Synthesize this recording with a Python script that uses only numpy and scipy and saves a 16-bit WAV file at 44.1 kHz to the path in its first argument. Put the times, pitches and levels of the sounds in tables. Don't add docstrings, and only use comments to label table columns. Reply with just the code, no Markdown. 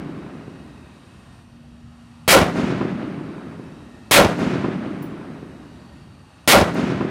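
import sys
import numpy as np
from scipy import signal
from scipy.fft import irfft
from scipy.io import wavfile
from scipy.ndimage import uniform_filter1d

SR = 44100
rng = np.random.default_rng(int(sys.argv[2]) if len(sys.argv) > 2 else 0)


def bounce(signal):
    frames = np.transpose(np.atleast_2d(signal))
    limited = np.clip(frames, -1, 1)
    pcm = np.round(limited * 32767).astype(np.int16)
    wavfile.write(sys.argv[1], SR, pcm)


N = 313110


def gain_of(db):
    return 10 ** (np.asarray(db) / 20)


def unit_rms(x):
    return x / np.sqrt(np.mean(x ** 2) + 1e-20)


def curve_at(points, hz):
    knots_hz, values = np.transpose(points)
    return np.interp(np.log(hz + 1), np.log(knots_hz + 1), values)


def add(mix, start_s, sound):
    at = round(start_s * SR)
    sound = sound[max(-at, 0):]
    part = mix[max(at, 0):][:len(sound)]
    part += sound[:len(part)]


def noise(spectrum, n, resonances=()):
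    hz = np.fft.rfftfreq(n, 1 / SR)
    power = gain_of(curve_at(spectrum, hz)) ** 2
    for pitch_hz, width_hz, level_db in resonances:
        power += gain_of(level_db) ** 2 / (1 + ((hz - pitch_hz) / width_hz) ** 2) ** 2
    phases = np.exp(2j * np.pi * rng.random(len(hz)))
    return unit_rms(irfft(np.sqrt(power) * phases, n))


def damped(x, damping):
    hz, t, spectra = signal.stft(x, SR, nperseg=256)
    loss_db = curve_at(damping, hz)[:, None] * t
    return signal.istft(spectra * gain_of(-loss_db), SR, nperseg=256)[1][:len(x)]


def steadied(x, span_s):
    return x / np.sqrt(uniform_filter1d(x ** 2, int(span_s * SR)) + 1e-9)


def band(x, low_hz, high_hz):
    return signal.sosfilt(signal.butter(2, [low_hz, high_hz], "band", fs=SR, output="sos"), x)


def burst(t, low_hz, high_hz, decay_s):
    return unit_rms(band(rng.standard_normal(len(t)), low_hz, high_hz)) * np.exp(-t / decay_s)


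def blast_wave(t, length_s):
    return (1 - t / length_s) * np.exp(-t / length_s)


def swell(t, peak_s, hold_s, rise_db_per_s, fade_db_per_s):
    before_s, after_s = np.maximum(peak_s - t, 0), np.maximum(t - peak_s - hold_s, 0)
    return gain_of(-rise_db_per_s * before_s - fade_db_per_s * after_s)


def wander(rate_hz, t):
    knots = np.linspace(t[0], t[-1], 600)
    rates_hz = np.geomspace(rate_hz / 10, rate_hz, 20)
    drift = sum(np.sin(2 * np.pi * (hz * knots + rng.random())) / np.sqrt(hz) for hz in rates_hz)
    return np.interp(t, knots, unit_rms(drift))


def rumble(t, level_db=-46.5, lumps_db=1.6, lumps_hz=9):
    # frequency_hz, density_db
    spectrum = [(20, -28), (45, -12), (70, 0), (110, -3), (150, -2.5), (250, -10.5), (420, -25.5),
                (1000, -44), (16000, -100)]
    return gain_of(level_db) * unit_rms(noise(spectrum, len(t)) * gain_of(lumps_db * wander(lumps_hz, t)))


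def hiss(level_db=-53.2, patchy_db=1.4, swell_db=2.1, swell_hz=2.5, drift_share=.005, drift_hz=1.5):
    # frequency_hz, density_db
    spectrum = [(200, -3), (480, -3), (620, 2), (1200, 1), (2000, -7), (3000, -9.5), (4200, -11.7),
                (6500, -17.3), (9000, -19), (12500, -27.5), (15000, -44)]
    # pitch_hz, width_hz, level_db
    resonances = [(1865, 45, -15), (2590, 75, -13), (2830, 70, -16), (3200, 60, -22), (3790, 120, -16),
                  (4070, 45, -24), (4550, 170, -18), (5700, 500, -23), (8700, 330, -21)]
    hz, t, spectra = signal.stft(rng.standard_normal(N), SR, nperseg=2048)
    patches = uniform_filter1d(rng.standard_normal(spectra.shape), size=7, axis=0)
    patches = unit_rms(uniform_filter1d(patches, size=12, axis=1))
    power = unit_rms(gain_of(curve_at(spectrum, hz)[:, None] + patchy_db * patches)) ** 2
    for pitch_hz, width_hz, ring_db in resonances:
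        centre_hz = pitch_hz * (1 + drift_share * wander(drift_hz, t))
        strength = gain_of(swell_db * wander(swell_hz, t))
        ring = unit_rms(strength / (1 + ((hz[:, None] - centre_hz) / width_hz) ** 2))
        power += (gain_of(ring_db) * ring) ** 2
    dip_db = 3.9 * swell(t, peak_s=1.45, hold_s=.42, rise_db_per_s=300, fade_db_per_s=28)
    dip_db += 2.2 * swell(t, peak_s=6.06, hold_s=.15, rise_db_per_s=300, fade_db_per_s=28)
    return signal.istft(spectra * np.sqrt(power) * gain_of(level_db - dip_db), SR, nperseg=2048)[1][:N]


def hum(t, pitch_hz=236.9, level_db=-48):
    envelope = swell(t, peak_s=1.55, hold_s=.7, rise_db_per_s=70, fade_db_per_s=20)
    return gain_of(level_db) * envelope * np.sqrt(2) * np.sin(2 * np.pi * pitch_hz * t)


def whine(t, pitch_hz=1860, waver_share=.005, waver_hz=14, flutter_db=3):
    # peak_s, level_db, hold_s
    swells = [(1.0, -71, .3), (3.93, -64.5, .2), (5.48, -67, .55)]
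    envelope = sum(gain_of(level_db) * swell(t, peak_s, hold_s, rise_db_per_s=90, fade_db_per_s=50)
                   for peak_s, level_db, hold_s in swells)
    cycles = np.cumsum(pitch_hz * (1 + waver_share * wander(waver_hz, t))) / SR
    flutter = gain_of(flutter_db * wander(waver_hz, t))
    return envelope * unit_rms(np.sin(2 * np.pi * cycles) * flutter)


def spent_cases():
    # start_s, tick_db, ring_db
    impacts = [(2.5022, -51, -74), (4.3899, -48, -74), (5.024, -52, -47), (5.0274, -47, -43),
               (6.7446, -43, -72)]
    # pitch_hz, level_db, t60_s
    modes = [(10730, -6, .25), (10800, -16, .15), (11600, -14, .05), (14600, -7, .04), (14870, 0, .17),
             (14960, -11, .14), (15180, -6, .17)]
    t, out = np.arange(SR // 3) / SR, np.zeros(N)
    ring = sum(gain_of(db - 60 * t / t60_s) * np.sin(2 * np.pi * hz * t) for hz, db, t60_s in modes)
    for start_s, tick_db, ring_db in impacts:
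        tick = burst(t, 6500, 14500, decay_s=.004)
        add(out, start_s, gain_of(tick_db) * tick + gain_of(ring_db) * ring)
    return out


def echo(thud_db, clap_db):
    t = np.arange(SR // 16) / SR
    thud = band(blast_wave(t, length_s=.0011), 130, 400)
    clap = burst(t, 360, 1300, decay_s=.007)
    return gain_of(clap_db) * clap + gain_of(thud_db) * thud / abs(thud).max()


def backscatter_gain(t, near_db=-25.3, far_db=-21.15, sag_db_per_s2=1.4):
    near = swell(t, peak_s=.15, hold_s=.06, rise_db_per_s=200, fade_db_per_s=130)
    far_peak_s = .29
    far = swell(t, far_peak_s, hold_s=.04, rise_db_per_s=200, fade_db_per_s=14.7)
    sag_db = sag_db_per_s2 * (t - far_peak_s) ** 2
    return np.hypot(gain_of(near_db) * near, gain_of(far_db - sag_db) * far)


def roll(late_count=12, late_from_s=.82, late_span_s=.95):
    # frequency_hz, density_db
    spectrum = [(25, -36), (60, -18), (100, -9.5), (160, 1.5), (260, 2.4), (385, -4.8), (465, -13),
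                (600, -11), (850, -17.5), (1300, -16), (2600, -22), (4000, -28), (8000, -32.5),
                (15000, -40)]
    # delay_s, thud_db, clap_db
    reflections = [(0.163, -21, -21), (0.2065, -24, -25), (0.219, -22, -23), (0.279, -14, -24.5),
                   (0.3071, -13, -25), (0.3195, -11.5, -31), (0.3524, -13, -32), (0.3641, -14, -32),
                   (0.4227, -14, -36), (0.4455, -10, -34), (0.532, -24, -18.5), (0.5343, -8.5, -23),
                   (0.5498, -15, -29), (0.5743, -12, -33), (0.6384, -18, -35), (0.6485, -17, -37),
                   (0.7514, -17, -40), (0.8014, -22, -43), (1.101, -30, -34), (1.1906, -25, -45),
                   (1.2393, -34, -39), (1.274, -27, -49), (1.318, -23, -42)]
    t = np.arange(3 * SR) / SR
    out = steadied(noise(spectrum, len(t)), span_s=.05) * backscatter_gain(t)
    late_s = late_from_s + late_span_s * (np.arange(late_count) + rng.random(late_count)) / late_count
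    for delay_s in late_s:
        add(out, delay_s, backscatter_gain(delay_s) * echo(thud_db=6, clap_db=-15))
    for delay_s, thud_db, clap_db in reflections:
        add(out, delay_s, echo(thud_db, clap_db))
    absorption = [(hz, 1.5 * (hz / 1000) ** 1.45) for hz in np.geomspace(100, 16000, 12)]
    return damped(out, absorption)


def shelter_boom():
    # frequency_hz, density_db
    spectrum = [(20, -23), (45, -18), (70, -14), (130, -11.5), (300, -7), (700, -12.5), (1500, -22),
                (4000, -38), (16000, -70)]
    # pitch_hz, width_hz, level_db
    resonances = [(564, 75, 0), (768, 35, -6), (1033, 18, -8), (1132, 14, -6), (1343, 14, -4.5),
                  (1412, 16, -7.5)]
    # peak_s, body_db, ring_db, hold_s
    surges = [(0, -24, -24, .035), (.066, -19, -6, .018), (.087, -9, -14, .012), (.111, -18, -22, .005),
              (.137, -16, -23, .012), (.18, -25, -31, .04)]
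    t = np.arange(SR // 2) / SR
    envelopes = np.array([swell(t, peak_s, hold_s, rise_db_per_s=650, fade_db_per_s=480)
                          for peak_s, _, _, hold_s in surges])
    body_db, ring_db = np.transpose(surges)[1:3, :, None]
    body = steadied(noise(spectrum, len(t)), span_s=.025)
    ring = band(noise(spectrum, len(t), resonances), 380, 1700)
    ring = steadied(unit_rms(ring), span_s=.025)
    body_gain = np.linalg.norm(gain_of(body_db) * envelopes, axis=0)
    ring_gain = np.linalg.norm(gain_of(ring_db) * envelopes, axis=0)
    return body * body_gain + ring * ring_gain


def pressure_slaps():
    # delay_s, wave_db, length_s, splash_db
    arrivals = [(.001, -4, .001, -20), (.0835, -7, .002, -26), (.1115, -8, .0009, -26),
                (.1355, -9, .0008, -18), (.139, -5.5, .0015, -25), (.1505, -5, .0013, -32)]
    t = np.arange(SR // 2) / SR
    out = np.zeros(len(t))
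    for delay_s, wave_db, length_s, splash_db in arrivals:
        splash = gain_of(splash_db) * burst(t, 400, 3500, decay_s=.006)
        wave = 2 * gain_of(wave_db) * band(blast_wave(t, length_s), 90, 1200)
        add(out, delay_s, wave + splash)
    return out


def muzzle_crack(level_db=-4, ragged_db=3.4, ragged_s=.0025):
    # frequency_hz, density_db
    spectrum = [(30, -24), (100, -9), (200, -3), (500, -4), (1000, -3), (2200, -1), (3500, -3.1),
                (7000, -8.5), (10000, -7.5), (15000, -13)]
    # frequency_hz, loss_db_per_s
    damping = [(500, 0), (2000, 12), (4000, 46), (8000, 85), (15000, 135)]
    # pitch_hz, width_hz, level_db
    steel_modes = [(1511, 10, 0), (1928, 10, 4), (2180, 22, 1), (2249, 10, 3), (3380, 12, 3.5),
                   (3784, 12, 2), (4077, 16, 1)]
    t = np.arange(SR // 2) / SR
    envelope = swell(t, peak_s=.052, hold_s=0, rise_db_per_s=135, fade_db_per_s=180)
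    bunching = unit_rms(uniform_filter1d(rng.standard_normal(len(t)), int(ragged_s * SR)))
    rattle = unit_rms(gain_of(ragged_db * np.tanh(bunching)))
    return gain_of(level_db) * envelope * rattle * damped(noise(spectrum, len(t), steel_modes), damping)


def scene(fresh_share=.35):
    # start_s, blast_db, roll_db
    shots = [(-0.8387, 0, -1.5), (2.2783, 0, 0), (4.1108, 0, 0), (6.4758, 0, 0)]
    t = np.arange(N) / SR
    mix = rumble(t) + hiss() + hum(t) + whine(t) + spent_cases()
    shared_boom, slaps, far_roll = shelter_boom(), pressure_slaps(), roll()
    for start_s, blast_db, roll_db in shots:
        crack = muzzle_crack()
        boom = np.sqrt(1 - fresh_share) * shared_boom + np.sqrt(fresh_share) * shelter_boom()
        add(mix, start_s, gain_of(blast_db) * (crack + slaps + boom))
        add(mix, start_s, gain_of(roll_db) * far_roll)
    return np.array([mix, mix])


def record(dry, ceiling=.57, low_cut_hz=30, high_cut_hz=15950):
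    oversampled = signal.resample_poly(dry, 2, 1, axis=1)
    saturated = oversampled / (1 + (oversampled / ceiling) ** 4) ** (1 / 4)
    ringing = signal.sosfilt(signal.butter(8, high_cut_hz, fs=2 * SR, output="sos"), saturated)
    clipped = signal.resample_poly(ringing, 1, 2, axis=1)
    high_passed = signal.lfilter(*signal.butter(1, low_cut_hz, "high", fs=SR), clipped)
    band_limit = signal.firwin(511, high_cut_hz, window=("kaiser", 9), fs=SR)
    return signal.oaconvolve(high_passed, band_limit[None], "same", axes=1)


dry = scene()
out = record(dry)
bounce(out)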